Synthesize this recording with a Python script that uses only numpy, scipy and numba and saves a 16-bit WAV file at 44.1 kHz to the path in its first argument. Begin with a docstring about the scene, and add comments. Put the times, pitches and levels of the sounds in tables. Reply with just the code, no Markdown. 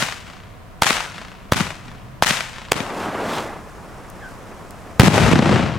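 """Firecracker in a park at night

Sharp cracks, the first just before the start so that only its echoes are heard; a roaring spray; one huge blast.
Each bang is a pressure pulse run through echoes of lamp posts, trees and far houses; the spray is coloured noise.
A town of filtered noise hums behind, and a waterbird of falling tones calls twice in the distance.
A limiter too slow for the shock fronts lets them clip, and holds the long rolling echo of the blast at full level."""
import sys
import numpy as np
from scipy import signal
from scipy.fft import rfft, irfft, next_fast_len
from scipy.io import wavfile
from scipy.ndimage import uniform_filter1d
from numba import njit

SR = 44100
rng = np.random.default_rng(int(sys.argv[2]) if len(sys.argv) > 2 else 0)


def digitize_waveform(pressure):
    """Quantize a signal to 16-bit integers and store it at the path in sys.argv[1].

    Rows of a 2-D input are taken as channels; values are limited to [-1, 1].
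    """
    field = np.atleast_2d(pressure).T
    bounded = np.clip(field, -1, 1)
    quanta = np.round(bounded * 32767).astype(np.int16)
    wavfile.write(sys.argv[1], SR, quanta)


N = 254898
T = np.arange(N) / SR

# bangs: (time [s], shock level [dB], overpressure length [ms], gas puff level [dB], casing tear level [dB])
BANGS = [(-0.0595, 23.5, 0.14, 3, -16), (0.8220, 28, 0.15, -5, -6), (1.5223, 20.5, 0.25, 15, -9),
         (2.2240, 28, 0.13, 7.5, -25), (2.7198, 14.5, 0.37, -11.5, -5), (4.9968, 53, 0.69, 50, -25)]


def undb(db):
    """Decibels to gain."""
    return 10 ** (np.asarray(db) / 20)


def butter(x, hz, kind, order=2):
    """Causal Butterworth low-pass or high-pass."""
    return signal.sosfilt(signal.butter(order, min(hz, SR * .45), kind, fs=SR, output="sos"), x)


def colour(x, points):
    """Filter by a spectrum of (frequency [Hz], level [dB]), interpolated over log frequency."""
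    hz, db = np.transpose(points)
    size = next_fast_len(x.shape[-1] + 4096)
    f = np.maximum(np.fft.rfftfreq(size, 1 / SR), 1)
    gain = undb(np.interp(np.log(f), np.log(hz), db))
    return irfft(rfft(x, size) * gain, size)[..., :x.shape[-1]]


def pan(left_db):
    """Gains of the two channels for a left-minus-right level difference."""
    return undb(np.array([[left_db], [-left_db]]) / 2)


def wide_noise(size, width, bass_width=0.29, split_hz=3200):
    """Stereo white noise; close microphones hear nearly the same bass, so its side part is set apart."""
    mid, side = rng.standard_normal((2, size))
    bass_side = bass_width * butter(side, split_hz, "low", order=1)
    treble_side = width * butter(side, split_hz, "high", order=1)
    return mid + (bass_side + treble_side) * np.array([[1], [-1]])


def unit(x):
    """Scale to rms 1."""
    return x / np.sqrt(np.mean(x ** 2))


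def walk(rate_hz):
    """Slow random curve of rms near 1: held random steps, smoothed over one step."""
    k = int(SR / rate_hz)
    steps = np.repeat(rng.standard_normal(N // k + 1), k)
    return unit(uniform_filter1d(steps, k)[:N])


def hump(centre_s, half_s):
    """Gaussian swell and ebb, 1 at its centre."""
    return np.exp(-((T - centre_s) / half_s) ** 2)


def add(out, x, start_s):
    """Mix x into out from a given time, cropping at both ends."""
    i = int(round(start_s * SR))
    x = x[..., max(-i, 0):out.shape[-1] - i]
    out[:, max(i, 0):max(i, 0) + x.shape[-1]] += x


def bangs(low_hz=78, front_hz=12500, puff_ms=0.58, puff_hz=380, tear_s=0.0015, tear_hz=3000,
          rattle_db=-30, rattle_s=0.0014, rattle_hz=1050):
    """The casing rips for a few ms around each shock front; the front and a slower puff of gas run through the park."""
    out, t = np.zeros((2, N)), T[:SR // 10]
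    for start_s, db, push_ms, puff_db, tear_db in BANGS:
        shock = undb(db) * butter(blast_wave(push_ms), front_hz, "low", order=1)
        puff = undb(puff_db) * butter(blast_wave(puff_ms), puff_hz, "low")
        wave = butter(shock + puff, low_hz, "high", order=3)  # the deepest bass swings out slowly
        paths = park()
        # the paving around the cracker throws the front back within the first few ms
        rattle = butter(butter(rng.standard_normal(len(t)), rattle_hz, "low"), 257, "high")
        add(paths, undb(rattle_db) * unit(rattle) * np.exp(-t / rattle_s), 0)
        add(out, signal.fftconvolve(paths, wave[None]), start_s)
        tear = butter(butter(rng.standard_normal(len(t)), tear_hz, "low", order=1), 290, "high")
        middle_s = t[-1] / 2
        tear_envelope = np.exp(-abs(t - middle_s) / tear_s)
        add(out, undb(tear_db) * unit(tear) * tear_envelope, start_s - middle_s)
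    return out


def blast_wave(push_ms):
    """A jump in pressure that falls through zero into a longer, weaker suction."""
    age = T[:SR // 10] * 1000 / push_ms
    return (1 - age) * np.exp(-age)


def park(mirror=0.84, patchy_db=1.5, echo_top_hz=5000, air_db_per_s=1.0, air_power=1.367):
    """Stereo response of the park: direct path, posts, smeared echoes and scatter, all but the direct dulled by air."""
    # lamp posts and path furniture: (lag [s], level [dB], highest reflected frequency [Hz])
    posts = [(.0033, -23, 9000), (0.0119, -16.5, 14100), (0.014, -27.5, 2200), (0.0226, -19.5, 3000)]
    # trunks and walls: (lag [s], level [dB], smear [ms], left minus right [dB], bass along the ground [dB])
    trunks = [(.036, -42, 4, -17, -15), (.0455, -23, 3, 16.5, -44), (0.0787, -26, 2.1, 2, -16.5),
              (0.084, -16.5, 2.6, 7, -5.5), (.146, -26, 7, 6.5, -36), (0.183, -25, 5.5, 5.5, -37),
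              (.336, -67, 10, -15, -31.5)]
    # colour of the scatter, low mids cancelled by soft ground: (frequency [Hz], level [dB])
    grass = [(35, 2), (75, 10), (120, 3.5), (190, 2), (270, -4), (390, -3.5), (700, -1), (1400, 0.5),
             (2600, 2), (4500, 0), (8000, 2), (15000, -5)]
    # faces mirror mids and treble; the bass comes back as a thump
    echo_low_hz, thump_low_hz, thump_high_hz = 370, 122, 248
    roll_s, roll_lag_s = 0.024, 0.47  # from roll_lag_s on, the bass of an echo is more roll than thump
    size = int(1.2 * SR)
    t, click = T[:size], signal.unit_impulse(2048)

    # some twigs and trunks return far more than others
    swell = scatter_level(t) * undb(patchy_db * walk(500)[:size])
    paths = colour(wide_noise(size, echo_width(t)) * swell, grass) * pan(4)
    for lag_s, db, smear_ms, left_db, bass_db in trunks + houses():
        # a flat face mirrors the shock; the rough things around it smear it
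        echo = (smear(lag_s, smear_ms / 1000) + mirror * click) / np.hypot(1, mirror)
        echo = butter(butter(echo, echo_low_hz, "high"), echo_top_hz, "low", order=1)
        thump = click + smear(lag_s, roll_s) * lag_s / roll_lag_s
        thump = butter(butter(thump, thump_low_hz, "high", order=3), thump_high_hz, "low", order=3)
        add(paths, (echo * undb(db) + thump * undb(bass_db)) * pan(left_db), lag_s)
    for lag_s, db, top_hz in posts:
        post = butter(butter(click, 790, "high", order=1), top_hz, "low", order=1)
        add(paths, undb(db) * post, lag_s)

    # air absorption: air_db_per_s at 1 kHz, growing as a power of frequency
    f, lags, spectra = signal.stft(paths, SR, nperseg=256)
    loss_db = air_db_per_s * np.outer((f / 1000) ** air_power, lags)
    paths = signal.istft(spectra * undb(-loss_db), SR)[1][:, :size]
    paths[:, 0] += 1  # direct path
    return paths


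def scatter_level(t, rise_s=0.0051):
    """Each grove sets in when the shock reaches it, then fades at its own rate; powers add."""
    # lawn, near trees, far trees: (lag [s], level [dB], fade [dB/s])
    groves = [(0, -42.5, 494), (0.033, -46, 88), (0.312, -68, 47)]
    power = 0
    for lag_s, db, fade_db_per_s in groves:
        age = np.maximum(t - lag_s, 0)
        level = undb(db - fade_db_per_s * age) * (1 - np.exp(-age / rise_s))
        power = power + level ** 2
    return np.sqrt(power)


def houses(count=10, lag_s=.3595, step_s=.034, smear_ms=7.6, left_db=2.5,
           db=-34, step_db=-2.5, bass_db=-30, bass_step_db=-3.5):
    """Echoes of a far row of evenly spaced fronts, each later and weaker; same columns as trunks and walls."""
    return [(lag_s + k * step_s, db + k * step_db, smear_ms, left_db, bass_db + k * bass_step_db)
            for k in range(count)]


def echo_width(lag_s, width=1.0, narrow_s=0.12):
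    """Stereo width by lag: near echoes come from all round, late ones from down the path."""
    return width / np.hypot(1, lag_s / narrow_s)


def smear(lag_s, fade_s):
    """A stereo burst of fading noise with the energy of one click."""
    t = T[:2048]
    rough = wide_noise(len(t), echo_width(lag_s)) * np.exp(-t / fade_s)
    return rough / np.sqrt(np.sum(rough ** 2) / 2)


def spray(flutter_db=1.28, sputter_db=0.9, flare_db=-34, flare_growth=2.6):
    """A fluttering jet of burning gas builds, then collapses to a smoulder; sparks hiss and spit on top."""
    # roar of the jet: (frequency [Hz], level [dB])
    roar_band = [(47, -30), (80, -8.5), (190, 0.5), (420, 1), (680, 0.5), (1250, -2.5), (2400, -14),
                 (4500, -27), (9000, -70)]
    # hiss of the sparks: (frequency [Hz], level [dB])
    hiss_band = [(1200, -29), (2800, -17), (5000, 6), (8000, 3.5), (11000, -1.5), (15500, -13)]
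    # rasp of a strong spray: (frequency [Hz], level [dB])
    flare_band = [(900, -35), (2000, 2), (3200, 5), (5000, -2.5), (12000, -19)]
    # bursts of extra sparks: (time [s], half length [s], hiss level [dB])
    flare_ups = [(3.01, 0.08, -46), (3.354, 0.13, -43.5), (4.3, .06, -56)]
    # single sparks that spit: (time [s], level before a 3.5 dB cut and a high-pass [dB])
    spits = [(4.1007, -26), (4.708, -25.5)]
    light_s, spent_s, blast_s = 2.73, 3.359, BANGS[-1][0]
    jet_db, jet_growth, collapse_db_per_s = -23, 0.59, 73
    jet_hiss_db = -24.5  # relative to the jet
    smoulder_db, smoulder_hiss_db = -41.5, -56.5

    burning = np.interp(T, [light_s, light_s + .03, blast_s, blast_s + .01], [0, 1, 1, 0])
    burnt = np.clip((T - light_s) / (spent_s - light_s), 0, 1)
    jet = burnt ** jet_growth * undb(jet_db - collapse_db_per_s * np.maximum(T - spent_s, 0))
    roar = unit(colour(wide_noise(N, 0.21, bass_width=0.051), roar_band))
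    roar = roar * np.hypot(jet, undb(smoulder_db)) * undb(flutter_db * walk(70))

    extra = sum(undb(db) * hump(centre_s, half_s) for centre_s, half_s, db in flare_ups)
    sparks = np.sqrt((jet * undb(jet_hiss_db)) ** 2 + extra ** 2 + undb(smoulder_hiss_db) ** 2)
    sputter = undb(sputter_db * walk(400))
    hiss = unit(colour(wide_noise(N, 0.18), hiss_band)) * sparks * sputter
    # a strong spray rasps lower as well as louder
    flare_level = undb(flare_db) * (sputter * sparks / sparks.max()) ** flare_growth
    flare = unit(colour(wide_noise(N, 0.083), flare_band)) * flare_level
    out = (roar + hiss + flare) * burning * pan(0.17)

    for start_s, db in spits:
        spit = wide_noise(SR // 20, 0.32) * np.exp(-T[:SR // 20] / 0.00084)
        add(out, undb(db - 3.5) * butter(spit, 4000, "high"), start_s)
    return out


def bird(fall=.22, glide_s=0.055, rasp=0.033, octave_db=-18, wet_db=-5, ring_s=0.06):
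    """A waterbird's short yelp: a falling tone and its octave, hoarse by pitch jitter, blurred by the trees."""
    # calls: (time [s], level [dB], starting pitch [Hz])
    calls = [(1.036, -36.5, 1685), (4.21, -34.5, 1736)]
    out, t = np.zeros((2, N)), T[:SR // 4]
    opening = np.interp(t, [0, .018, .055, .09], [0, 1, .8, 0])
    for start_s, db, hz in calls:
        glide = 1 - fall * (1 - np.exp(-t / glide_s))
        pitch_hz = hz * glide * (1 + rasp * walk(400)[:len(t)])
        phase = 2 * np.pi * np.cumsum(pitch_hz) / SR
        call = (np.sin(phase) + undb(octave_db) * np.sin(2 * phase)) * opening
        trees = wide_noise(len(t), 0.75) * np.exp(-t / ring_s)
        trees *= undb(wet_db) / np.sqrt(np.sum(trees ** 2) / 2)
        trees[:, 0] += 1  # direct path
        add(out, undb(db) * signal.fftconvolve(trees, call[None]), start_s)
    return out


def town(wash_db=-40, sway_db=0.5, drone_db=-54, pass_db=-47.5, pass_s=2.06, pass_half_s=0.37):
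    """Far traffic: a gently swaying wash and a low drone that swells once as a vehicle goes by."""
    # wash: (frequency [Hz], level [dB])
    wash_band = [(12, -29), (20, 0), (65, -4.5), (98, -2), (130, -7.5), (198, -5.5), (248, -11),
                 (357, -16.5), (422, -17), (759, -13), (825, -27), (949, -15), (4810, -37.5), (16000, -45)]
    # drone: (frequency [Hz], level [dB])
    drone_band = [(60, -20), (105, -8.5), (125, 5), (170, -10.5), (300, -23), (1000, -63)]
    wash = unit(colour(wide_noise(N, 0.88, bass_width=0.6), wash_band))
    wash = wash * undb(wash_db + sway_db * walk(4.95))
    drone_level = undb(drone_db) + undb(pass_db) * hump(pass_s, pass_half_s)
    drone = unit(colour(wide_noise(N, .3), drone_band)) * drone_level
    return wash + drone


def scene():
    """Everything that reaches the microphones."""
    return bangs() + spray() + bird() + town()


@njit
def limiter(x, top, attack_db, release):
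    """The gain falls by attack_db a sample while the output is over top, and recovers faster the deeper it fell."""
    y, cut_db = np.empty_like(x), 0.
    for i in range(x.shape[1]):
        y[:, i] = x[:, i] * 10 ** (-cut_db / 20)
        over = max(abs(y[0, i]), abs(y[1, i])) > top
        cut_db = cut_db + attack_db if over else max(cut_db - release * (cut_db + 10), 0.)
    return y


def record(dry, top=0.72, attack_db_per_s=4500, release_s=0.17, top_hz=15900):
    """The limiter is too slow for the shock fronts, so they clip flat; then the treble above top_hz is cut."""
    held = limiter(np.ascontiguousarray(dry), float(top), attack_db_per_s / SR, 1 / (release_s * SR))
    treble_cut = signal.ellip(8, .2, 70, top_hz, fs=SR, output="sos")
    return signal.sosfilt(treble_cut, np.clip(held, -1, 1))


dry = scene()
out = record(dry)
digitize_waveform(out)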